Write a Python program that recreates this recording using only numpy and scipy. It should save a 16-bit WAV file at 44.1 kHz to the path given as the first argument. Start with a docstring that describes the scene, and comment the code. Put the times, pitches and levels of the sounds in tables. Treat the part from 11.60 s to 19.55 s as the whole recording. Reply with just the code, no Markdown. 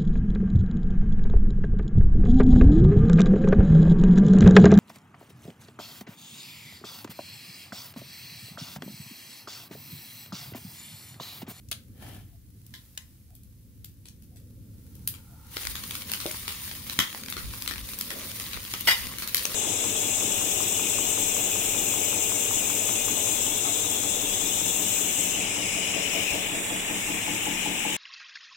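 """A spoon ticks over a low outdoor rumble, then scrapes on a crab's shell and clinks in a glass bowl.
Juices then sizzle over charcoal in a steel kettle grill, embers snap and burning drippings flutter.
Taps, scrape, sizzle and snaps are coloured noise or sparse impulses, some ringing resonances;
a thump of decaying sines and a chattering metal clank each come once, and far hoots and a whine lie behind.
Taps, snaps, spits and the thump echo in the kettle."""
import sys
import numpy as np
from scipy import signal
from scipy.fft import rfft, irfft, next_fast_len
from scipy.io import wavfile
from scipy.ndimage import uniform_filter1d, map_coordinates

SR = 44100
rng = np.random.default_rng(int(sys.argv[2]) if len(sys.argv) > 2 else 0)


def generate_wav(sig):
    """Save sig (samples, or channels by samples) to the path in sys.argv[1] as 16-bit PCM at SR."""
    pcm = np.round(np.clip(np.atleast_2d(sig).T, -1, 1) * 32767).astype(np.int16)
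    wavfile.write(sys.argv[1], SR, pcm)


N = 350453
TOP_HZ = 15750  # nothing sounds above this

# Stereo likeness of most layers, of close cracks, of the draught: (frequency [Hz], left-right likeness [0-1])
ALIKE = [(40, 0.21), (80, 1), (140, 0.95), (300, 0.86), (640, 0.52), (1400, 0.49), (3100, 0.18),
         (7000, 0.0074)]
ALIKE_NEAR = [(300, 1), (1500, 0.43), (4000, 0.15), (9000, 0.041)]
ALIKE_DRAUGHT = [(30, 0.05), (100, 0.42)]
# Decay of the kettle's echo before its wall return is shaped: (frequency [Hz], t60 [s])
KETTLE_DECAY = [(200, 0.19), (1500, 0.29), (5000, 0.22), (15000, 0.2)]

# Spectra of the outdoor bed: (frequency [Hz], relative density [dB per Hz])
RUMBLE_COLOUR = [(15, -70), (25, -38), (45, 4), (62, 0), (108, 8.5), (140, 0), (195, -2.5), (285, -8),
                 (380, -18.5), (520, -24), (750, -67), (1800, -110)]
DRAUGHT_COLOUR = [(8, -70), (15, -35), (30, -9.5), (50, 2.5), (65, 1.5), (110, -17), (400, -110)]
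RUSH_COLOUR = [(60, -60), (140, -2), (210, 6.5), (290, -1), (400, -11.5), (520, -4), (700, -28.5),
               (1000, -40.5), (3000, -110)]
COALS_COLOUR = [(200, -40), (600, -9), (1000, -10), (2000, -8), (3200, -7), (4500, -5.5), (8000, -5.5),
                (10000, -2), (13000, -1), (15200, 0)]
# Fader moves of rumble, hollow rush and coal hiss, before each layer's trim: (time [s], relative level [dB])
RUMBLE_MOVES = [(0.0, -54), (0.58, -49), (0.79, -58), (0.93, -52.5), (1.37, -57), (3.56, -48),
                (3.61, -53.5), (5.33, -50), (5.6, -61), (5.86, -45), (6.09, -54), (6.11, -50.5),
                (6.42, -55), (7.35, -50), (7.86, -57), (7.95, -49)]
RUSH_MOVES = [(0.0, -65.5), (0.46, -53.5), (0.77, -74), (2.54, -65.5), (2.83, -57.5), (3.14, -57.5),
              (3.83, -62), (4.25, -51), (4.6, -51.5), (5.02, -58), (5.36, -49), (6.42, -51.5),
              (6.71, -48.5), (7.08, -52.5), (7.3, -46), (7.95, -52.5)]
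HISS_MOVES = [(0.0, -68.5), (0.5, -66.5), (0.67, -66.5), (0.89, -68.5), (1.21, -62), (1.71, -68),
              (2.57, -68.5), (3.04, -67), (3.43, -62), (3.85, -62.5)]
DRAUGHT_DB = -59  # the draught between gusts
# Gusts of draught: (time [s], half length [s], level [dB])
GUSTS = [(4.102, 0.083, -45.5), (5.858, 0.08, -41), (6.205, 0.16, -46.5), (6.963, 0.071, -48),
         (7.438, 0.042, -42.5)]

# Faint far hoots: (time [s], level [dB])
HOOTS = [(.745, -72), (1.725, -67), (2.745, -67), (3.73, -62)]
# Spectra of hoots and whine: (frequency [Hz], relative density [dB per Hz])
HOOT_COLOUR = [(450, -60), (660, 4), (720, -1), (800, -4), (1200, -60)]
WHINE_COLOUR = [(400, -92), (800, 0), (900, 4), (1100, -10.0), (1400, 5), (1600, -15), (3000, -78)]
WHINE_S, WHINE_DB, WHINE_RISE, WHINE_FALL = 3.83, -62, 30, 28  # peak [s], level [dB], slopes [dB/s]

# Partials of the hollow knock: (frequency [Hz], relative level [dB], t60 [s])
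THUMP_PARTIALS = [(346, -7, 0.13), (292, -26, 0.086), (436, 4, 0.025), (556, -6, 0.1), (613, -10, .16),
                  (720, -15, 0.094)]
THUMP_S = 4.6572

# Contacts of the chattering metal: (time [s], relative level [dB])
CLANK_CONTACTS = [(7.2732, -17), (7.2835, -17.5), (7.2883, -29), (7.309, -20)]
# Resonances of the clanking metal: (frequency [Hz], width [Hz], relative level [dB])
STEEL_MODES = [(897, 48, -3), (1710, 23, -9), (1865, 20, 3.5), (2006, 38, 6), (2030, 59, 4.5),
               (2410, 31, -9), (2900, 40, -10), (2904, 27, 4), (3250, 24, 1), (3800, 110, -25),
               (4700, 70, 0.5), (4710, 35, -5), (5050, 34, -12), (5180, 31, 0.5), (6840, 280, -10.5),
               (8345, 60, -15), (8260, 240, -8.5), (9100, 60, -9), (10300, 80, -22), (11900, 33, -12),
               (12640, 78, -2.5), (13593, 50, -13)]
# Its dense small modes: (frequency [Hz], relative density [dB per Hz])
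CLASH_COLOUR = [(250, -14.5), (700, -11), (1100, -6), (2100, -3), (3200, 1), (4100, -10), (4900, -2),
                (6200, -17), (8400, -31), (13000, -7.5), (15500, -24)]

# Flare-ups before flutter: (peak time [s], level [dB], rise [dB/s], fall [dB/s])
FLARES = [(6.52, -43.5, 400, 58), (7.95, -47, 48, 65)]
# Spectrum of the flames: (frequency [Hz], relative density [dB per Hz])
FLAME_COLOUR = [(100, -5), (220, 0), (400, -0.5), (600, 2.5), (900, -20), (1500, -11), (5000, -100)]

# Spoon taps on shell and bowl, before panning:
# (time [s], level [dB], tilt [dB per octave], ring [Hz], echo [dB])
TAPS = [(0.0862, -47.5, 4, 6160, -9), (0.1136, -25.5, 0, 10200, -8), (0.1184, -29.5, -3.5, 4220, -5),
        (0.1257, -29.5, -1, 3160, -15), (1.0644, -46.5, 4, 11870, -9), (1.1395, -41, 0, 3800, 2.5),
        (1.3757, -29.5, 0, 6000, -10.5), (1.7513, -47, 4, 13000, -1), (1.8333, -52, 4.5, 9470, -4),
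        (2.2444, -37.5, 2, 13000, -3), (2.455, -45.5, -2.2, 9800, 1.5), (2.4845, -43, 2, 6300, -5),
        (2.6221, -52.5, 1, 13000, 1.5), (2.7589, -53.5, -1, 11500, 6.5), (3.3519, -47, 1.5, 12420, -3),
        (3.4745, -19.5, 3, 12100, -3.5), (3.5385, -42.5, -3, 9910, 2.5)]
# Taps before the tilt, and the scraped shell: (frequency [Hz], relative density [dB per Hz])
TAP_COLOUR = [(200, -7), (620, -12), (1050, -11), (1800, -4.5), (3000, 3), (4200, 2.5), (6500, -0.5),
              (9000, -1.5), (13000, -0.5), (15500, -1.5)]
SCRAPE_COLOUR = [(150, -6.5), (300, 1.5), (450, -13), (700, -8), (1000, -16.5), (1700, -17), (3100, -14.5),
                 (5000, -20), (7800, -23), (10000, -17), (15000, -19)]
# Clinks of the spoon in the glass bowl: (time [s], relative level [dB], best rung frequency [Hz])
CLINKS = [(1.139, -41.5, 1760), (1.3744, -41, 1370)]
# Resonances of bowl (before the landing spot favours some) and of shell:
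# (frequency [Hz], width [Hz], relative level [dB])
BOWL_MODES = [(1044, 45, 1.5), (1740, 110, -1), (1900, 120, 1), (2020, 50, 0), (2980, 78, 0),
              (3820, 200, 0), (3940, 60, 6), (5140, 79, 12), (7000, 65, -2)]
SHELL_MODES = [(770, 50, 1), (1340, 55, 1), (1730, 92, 6), (2300, 90, -5), (3070, 110, 3)]
# One stroke of the spoon: start [s], hold [s], level [dB], rise and fall [dB/s]
SCRAPE_S, SCRAPE_HOLD_S, SCRAPE_DB, SCRAPE_RISE, SCRAPE_FALL = 0.43, 0.12, -47, 260, 143

# Loudest snaps of embers and spitting fat, before panning and echo trim:
# (time [s], level [dB], tilt [dB per octave], ring [Hz], relative echo [dB])
SNAPS = [(3.9683, -25, -6.5, 3780, -6.5), (4.0513, -29.5, -4, 13100, -5), (4.0703, -24.5, -3.5, 4430, -15),
         (4.1546, -29.5, -4, 3830, 0), (4.2373, -32.5, -2.5, 4200, -12), (4.3091, -29, -2, 2060, -5),
         (4.3527, -29, -5, 4150, -5), (4.5169, -23, -2, 13200, -3.5), (4.5354, -22.5, -4, 3040, -6),
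         (4.602, -31, -3, 3900, 2.5), (4.6625, -28, -4.5, 2110, -9), (4.7128, -28, -0.5, 9910, -2.5),
         (4.7441, -35, -9, 1820, -12), (4.8795, -25, -5, 2900, -0.5), (5.297, -26.5, -3.5, 3830, -4),
         (5.3896, -13.5, -5, 1280, 0.5), (5.547, -32, -7, 2050, -4.5), (5.6836, -33, -5.5, 3660, 0),
         (5.7003, -29.5, 2.5, 12420, -1), (5.7246, -28, -4, 3630, -4), (5.7669, -29.5, -7, 4330, 1),
         (6.0218, -27.5, -1.5, 4670, -12), (6.0764, -22.5, -3, 4100, -2.5), (6.1102, -28, -6.5, 1880, -3),
         (6.1368, -31.5, -5.5, 1860, -14), (6.3882, -28, 2, 12420, -2), (6.4105, -22.5, -1.3, 2120, -7.5),
         (6.5042, -28.5, -4.5, 1920, 0.5), (6.7983, -28.5, -3, 10400, -6), (6.9323, -29.5, -7, 3900, 1),
         (7.1376, -23.5, -5, 1310, -5), (7.2081, -26.5, 5, 12900, -14), (7.4689, -30.5, -3.5, 12330, -15),
         (7.5844, -28.5, -1, 9910, -2), (7.6221, -29.5, -5.5, 4230, 3.5), (7.6752, -26.5, 0, 3830, 0.5),
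         (7.7455, -14, -1.7, 13000, -5), (7.7684, -21.5, 1, 4700, 2.5), (7.853, -19, -3.5, 6200, -8)]
# Snaps before the tilt, and spits: (frequency [Hz], relative density [dB per Hz])
SNAP_COLOUR = [(100, -14), (300, -7.5), (700, -16), (1100, -3), (2000, 1.5), (4500, 6), (7500, 2),
               (9500, 5), (13000, 7.5), (15500, 4)]
# Lesser snaps: average density, then the centres and scatters of their random settings
CRACKLE_PER_S, CRACKLE_RING_HZ, CRACKLE_RING_SPREAD_OCTAVES = 12, 2660, 0.5
CRACKLE_DB, CRACKLE_SPREAD_DB = -36, 2.5
CRACKLE_TILT_DB, CRACKLE_TILT_SPREAD_DB = -4.5, 3.0  # per octave
CRACKLE_ECHO_DB = -8  # before the snaps' echo trim

SIZZLE_S, SIZZLE_RISE = 3.98, 178  # fully up at [s], slope into it [dB/s]
# How hard the juice boils: (time [s], relative level [dB])
VIGOUR = [(4.1, -40), (4.14, -43), (4.6, -40), (5.25, -42), (5.74, -46.5), (5.95, -42), (6.41, -43),
          (6.65, -38.5), (7.02, -42.5), (7.31, -36.5), (7.44, -38.5), (7.66, -44.5), (7.86, -37),
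          (7.95, -32)]
BOIL_DB, FIZZ_DB, BOIL_GROWS = -3.5, 0.5, 1.07  # trims on the vigour; bubbles swing wider than steam
# Spectra of coarse bubbles and fine steam: (frequency [Hz], relative density [dB per Hz])
BOIL_COLOUR = [(350, -7.5), (700, -12), (1100, -1), (1500, -6.5), (2050, 0), (2800, -0.5), (3700, 1),
               (5000, -4.5), (7000, -1.5), (10000, -30)]
FIZZ_COLOUR = [(2500, -13), (5000, 1), (6500, -9.5), (7700, -7.5), (8800, 6), (11500, 3.5), (13000, 4.5),
               (14000, 6), (15500, 6.5)]
# Small spits, coarse to fine: (density [per s], ring [Hz], relative level [dB])
SPITS = [(50, 1860, -4), (61, 4200, -2.5), (42.7, 12200, -4)]


def amp(db):
    """Decibels to gain."""
    return 10 ** (np.asarray(db) / 20)


def unit(x):
    """Scaled to rms 1."""
    return x / np.sqrt(np.mean(x ** 2) + 1e-20)


def along(points, hz):
    """Interpolates (frequency, value) points on a log frequency axis."""
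    f, v = np.transpose(points)
    return np.interp(np.log(hz + 1), np.log(f + 1), v)


def level(rows):
    """Joins (time, dB) points into one dB value per sample."""
    return np.interp(np.arange(N) / SR, *np.transpose(rows))


def swell(s, rise, fall, hold_s=0):
    """A gain that climbs to 1 at time s, holds, and dies away; rise and fall in dB a second."""
    t = np.arange(N) / SR - s
    return amp(rise * np.minimum(t, 0) - fall * np.maximum(t - hold_s, 0))


def wobble(rate):
    """A smooth random curve through `rate` knots a second."""
    knots = rng.standard_normal(int(N * rate / SR) + 4)
    return map_coordinates(knots, [np.arange(N) * rate / SR])


def noise(count=N):
    """Two unrelated white noises."""
    return rng.standard_normal((2, count))


def grains(rate, spread_db):
    """Sparse impulses of very unequal size, each placed somewhere between the sides."""
    at, size, place = rng.random((int(rate * N / SR), 3)).T
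    size = amp(spread_db * np.minimum(-np.log(1 - size), 4))
    sample, angle = (at * N).astype(int), 2 * np.pi * place
    return np.array([np.bincount(sample, size * way(angle), N) for way in (np.cos, np.sin)])


def filtered(x, response):
    """Shapes x by a response of frequency."""
    n = x.shape[-1]
    m = next_fast_len(n + 2048)
    return irfft(rfft(x, m) * response(np.fft.rfftfreq(m, 1 / SR)), m)[..., :n]


def resonate(x, modes):
    """Rings x through a bank of (frequency, width, dB) resonances."""
    def response(f):
        return sum(amp(db) * 1j * f * width / (hz * hz - f * f + 1j * f * width) for hz, width, db in modes)
    return filtered(x, response)


def coloured(pair, spectrum, alike, tilt_db=0):
    """Two unrelated signals become left and right with a spectrum and a likeness, at rms 1."""
    def response(hz):
        turn = np.arccos(np.clip(along(alike, hz), -1, 1)) / 2
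        octaves = np.log2(np.maximum(hz, 700) / 700)  # the tilt hinges at 700 Hz
        gain = amp(along(spectrum, hz) + tilt_db * octaves) * (hz < TOP_HZ)
        return gain * [np.cos(turn), np.sin(turn)]
    mid, side = filtered(pair, response)
    return unit(np.array([mid + side, mid - side]))


def patchy(x, depth_db):
    """Spots of the sound flare and fade alone, each over a narrow band and a few hundredths of a second."""
    z = signal.stft(x, nperseg=512)[2]
    field = uniform_filter1d(rng.standard_normal(z.shape[1:]), size=3, axis=0)  # across frequency
    field = uniform_filter1d(field, size=6, axis=1)  # across time
    return unit(signal.istft(z * amp(depth_db * unit(field)), nperseg=512)[1][:, :N])


def leftward(x, lean_db):
    """Pans by making the left louder by lean_db and the right two samples late."""
    late_right = np.pad(x[1], (2, 0))[:-2]
    return np.array([x[0], late_right]) * amp(np.array([[lean_db], [-lean_db]]) / 2)


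def add(track, s, sound):
    """Mixes a sound in at time s."""
    part = track[:, max(0, round(s * SR)):][:, :sound.shape[1]]
    part += sound[:, :part.shape[1]]


def kettle(wall_s=0.0087, early_db=-6, first_db=6, first_s=0.0025):
    """Echo of the steel bowl, energy 1: thin at first, a strong return from the far wall, a short tail."""
    hz, t, z = signal.stft(noise(count=SR // 4), SR, nperseg=128)
    decay = amp(-60 * t / along(KETTLE_DECAY, hz)[:, None])
    tail = signal.istft(z * decay, SR, nperseg=128)[1]
    late = np.arange(tail.shape[1]) / SR - wall_s
    tail = tail * amp(np.where(late < 0, early_db, first_db * np.exp(-np.abs(late) / first_s)))
    return unit(tail) / np.sqrt(tail.shape[1])


def cracks(rows, colour, rise_s, ring_db, sharpness, echo_db):
    """Each brittle break is a short noise burst that rings its piece; the kettle answers."""
    out = np.zeros((2, N))
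    lead_s = 0.002  # room ahead of the burst for the filter's spread
    t = np.maximum(np.arange(1024) / SR - lead_s, 0)
    for s, db, tilt_db, ring_hz, wet_db in rows:
        burst = noise(count=len(t)) * t * np.exp(-t / rise_s)
        burst = burst + resonate(burst, [(ring_hz, ring_hz / sharpness, ring_db)])
        # the level counts all the energy as an rms over 3 ms
        burst = amp(db) * coloured(burst, colour, ALIKE_NEAR, tilt_db) * np.sqrt(0.003 * SR / len(t))
        add(out, s - lead_s, burst)
        echo = signal.fftconvolve(burst, kettle(), axes=1)
        add(out, s - lead_s, amp(wet_db + echo_db) * echo)
    return out


def outdoors():
    """Shaped noises make low rumble, gusty draught, hollow rush and coal hiss; a wavering sine hums."""
    t = np.arange(N) / SR
    gusts = sum(amp(db) * np.exp(-((t - s) / half_s) ** 2) for s, half_s, db in GUSTS)
    draught_gain = amp(DRAUGHT_DB + 1.5 * wobble(8.9)) + gusts
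    draught = draught_gain * coloured(noise(), DRAUGHT_COLOUR, ALIKE_DRAUGHT)
    rumble_gain = amp(level(RUMBLE_MOVES) + 2.0 + 0.8 * wobble(9.7))
    rumble = rumble_gain * coloured(noise(), RUMBLE_COLOUR, ALIKE)
    hum = amp(-56.5 + 0.83 * wobble(3.2)) * np.sin(2 * np.pi * 75 * t + 2.5 * wobble(4.13))
    rush_gain = amp(level(RUSH_MOVES) - 2.5 + 1.9 * wobble(8))
    rush = rush_gain * coloured(noise(), RUSH_COLOUR, ALIKE)
    grainy = noise() + amp(-8.5) * unit(grains(rate=240, spread_db=5.0))
    hiss = amp(level(HISS_MOVES) + 4) * coloured(grainy, COALS_COLOUR, ALIKE)
    return draught + rumble + hum + rush + hiss


def distance():
    """Far off, swells of narrow-band noise make four soft hoots and a brief whine."""
    t = np.arange(N) / SR
    calls = sum(amp(db) * np.exp(-((t - s) / 0.026) ** 2) for s, db in HOOTS)
    hoots = calls * coloured(noise(), HOOT_COLOUR, ALIKE)
    whine_gain = amp(WHINE_DB) * swell(WHINE_S, WHINE_RISE, WHINE_FALL)
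    whine = whine_gain * coloured(noise(), WHINE_COLOUR, ALIKE)
    return hoots + whine


def thump():
    """One dull, hollow knock of decaying sines, and the kettle's answer."""
    out, t = np.zeros((2, N)), np.arange(SR // 3) / SR
    body = sum(amp(db - 60 * t / t60) * -np.sin(2 * np.pi * hz * t) for hz, db, t60 in THUMP_PARTIALS)
    knock = amp(-26) * (1 - np.exp(-t / 0.0004)) * np.array([body, body])
    add(out, THUMP_S, knock)
    add(out, THUMP_S, amp(-8) * signal.fftconvolve(knock, kettle(), axes=1))
    return leftward(out, lean_db=2.5)


def clank():
    """Loose metal lands and chatters: each contact's dying rattle drives the same resonances."""
    rattle, t = np.zeros((2, N)), np.arange(SR // 2) / SR
    blow = amp(-2.5 - 60 * t / 0.013)
    dying = amp(-60 * t / 0.13) + amp(-15 - 60 * t / 0.55)
    for s, db in CLANK_CONTACTS:
        add(rattle, s, amp(db) * (blow + dying) * noise(count=len(t)))
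    ring = unit(resonate(rattle, STEEL_MODES))
    clash = coloured(patchy(rattle, depth_db=5.5), CLASH_COLOUR, ALIKE)
    body = amp(-0.5) * ring + amp(-3.5) * clash
    return leftward(np.std(rattle) * body, lean_db=0)


def flames():
    """Burning drippings flare up and flutter: low, hollow noise with an unsteady gain."""
    flare = sum(amp(db) * swell(s, rise, fall) for s, db, rise, fall in FLARES)
    flutter = amp(0.75 * wobble(25))
    return flare * flutter * coloured(noise(), FLAME_COLOUR, ALIKE)


def spoon():
    """The spoon ticks on the shell, clinks in the bowl, and drags once over rough shell in small slips."""
    slips = unit(grains(rate=500, spread_db=3.0)) + amp(6) * noise()
    slips = patchy(slips, depth_db=1.5) * amp(1.4 * wobble(109.3))
    stroke = amp(SCRAPE_DB) * swell(SCRAPE_S, SCRAPE_RISE, SCRAPE_FALL, SCRAPE_HOLD_S)
    scrape = stroke * coloured(slips + resonate(slips, SHELL_MODES), SCRAPE_COLOUR, ALIKE)
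    clinks, t = np.zeros((2, N)), np.arange(SR // 5) / SR
    for s, db, best_hz in CLINKS:
        touch = noise(count=len(t)) * (amp(-60 * t / 0.0098) + amp(-15.5 - 60 * t / 0.27))
        # where the spoon lands decides which modes ring most
        modes = [(hz, width, mode_db - 7 * abs(np.log2(hz / best_hz))) for hz, width, mode_db in BOWL_MODES]
        add(clinks, s, amp(db - 14.5) * unit(resonate(touch, modes)))
    taps = cracks(TAPS, TAP_COLOUR, rise_s=0.0014, ring_db=3, sharpness=2.9, echo_db=0)
    return leftward(scrape + clinks + taps, lean_db=3.0)


def embers():
    """Embers and fat snap: a few loud bursts, with lesser ones of scattered size and pitch between them."""
    span_s = N / SR - SIZZLE_S
    chance = rng.uniform(-1, 1, (int(CRACKLE_PER_S * span_s), 4))
    lesser = []
    for at, size, bright, pitch in chance:
        lesser.append((SIZZLE_S + span_s * (at + 1) / 2,
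                       CRACKLE_DB + CRACKLE_SPREAD_DB * size,
                       CRACKLE_TILT_DB + CRACKLE_TILT_SPREAD_DB * bright,
                       CRACKLE_RING_HZ * 2 ** (CRACKLE_RING_SPREAD_OCTAVES * pitch),
                       CRACKLE_ECHO_DB))
    snaps = cracks(SNAPS + lesser, SNAP_COLOUR, rise_s=0.00083, ring_db=1.5, sharpness=10, echo_db=0.5)
    return leftward(snaps, lean_db=3.0)


def sizzle():
    """Juice boils on hot shell: coarse bursting bubbles, a fine fizz of steam, and small ringing spits."""
    vigour_db, onset = level(VIGOUR), swell(SIZZLE_S, SIZZLE_RISE, 0)
    mean_db = vigour_db.mean()
    boil = onset * amp(BOIL_DB + mean_db + BOIL_GROWS * (vigour_db - mean_db))
    fizz = onset * amp(FIZZ_DB + vigour_db)
    spurts = wobble(55)  # uneven boiling drives bubbles and steam together
    bursting = unit(grains(rate=800, spread_db=4.4)) + amp(2) * noise()
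    prickling = unit(grains(rate=1400, spread_db=3.6)) + amp(2.5) * noise()
    bubbles = coloured(patchy(bursting, depth_db=2.5), BOIL_COLOUR, ALIKE)
    spray = coloured(patchy(prickling, depth_db=1.5), FIZZ_COLOUR, ALIKE)
    drops = 0
    for rate, ring_hz, db in SPITS:
        bursts = grains(rate, spread_db=0.5)
        ringing = resonate(bursts, [(ring_hz, ring_hz / 3, 0)])
        drops = drops + amp(db) * unit(amp(-12) * bursts + ringing)
    spits = coloured(drops, SNAP_COLOUR, ALIKE_NEAR)
    spits = spits + amp(-5) * signal.fftconvolve(spits, kettle(), axes=1)[:, :N]
    coarse = boil * (amp(2.05 * spurts) * bubbles + amp(-6) * spits)
    fine = fizz * amp(-0.5 + 1.5 * spurts + 1.3 * wobble(30)) * spray
    return leftward(coarse, lean_db=3.0) + leftward(fine, lean_db=0.2)


def scene():
    """Everything around the grill, background first."""
    return outdoors() + distance() + thump() + clank() + flames() + spoon() + embers() + sizzle()


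def record(dry):
    """Softly rounds off the highest peaks and keeps nothing above the band limit."""
    held = dry / (1 + np.abs(dry / 0.85) ** 4) ** (1 / 4)
    return filtered(held, lambda hz: hz < TOP_HZ)


dry = scene()
out = record(dry)
generate_wav(out)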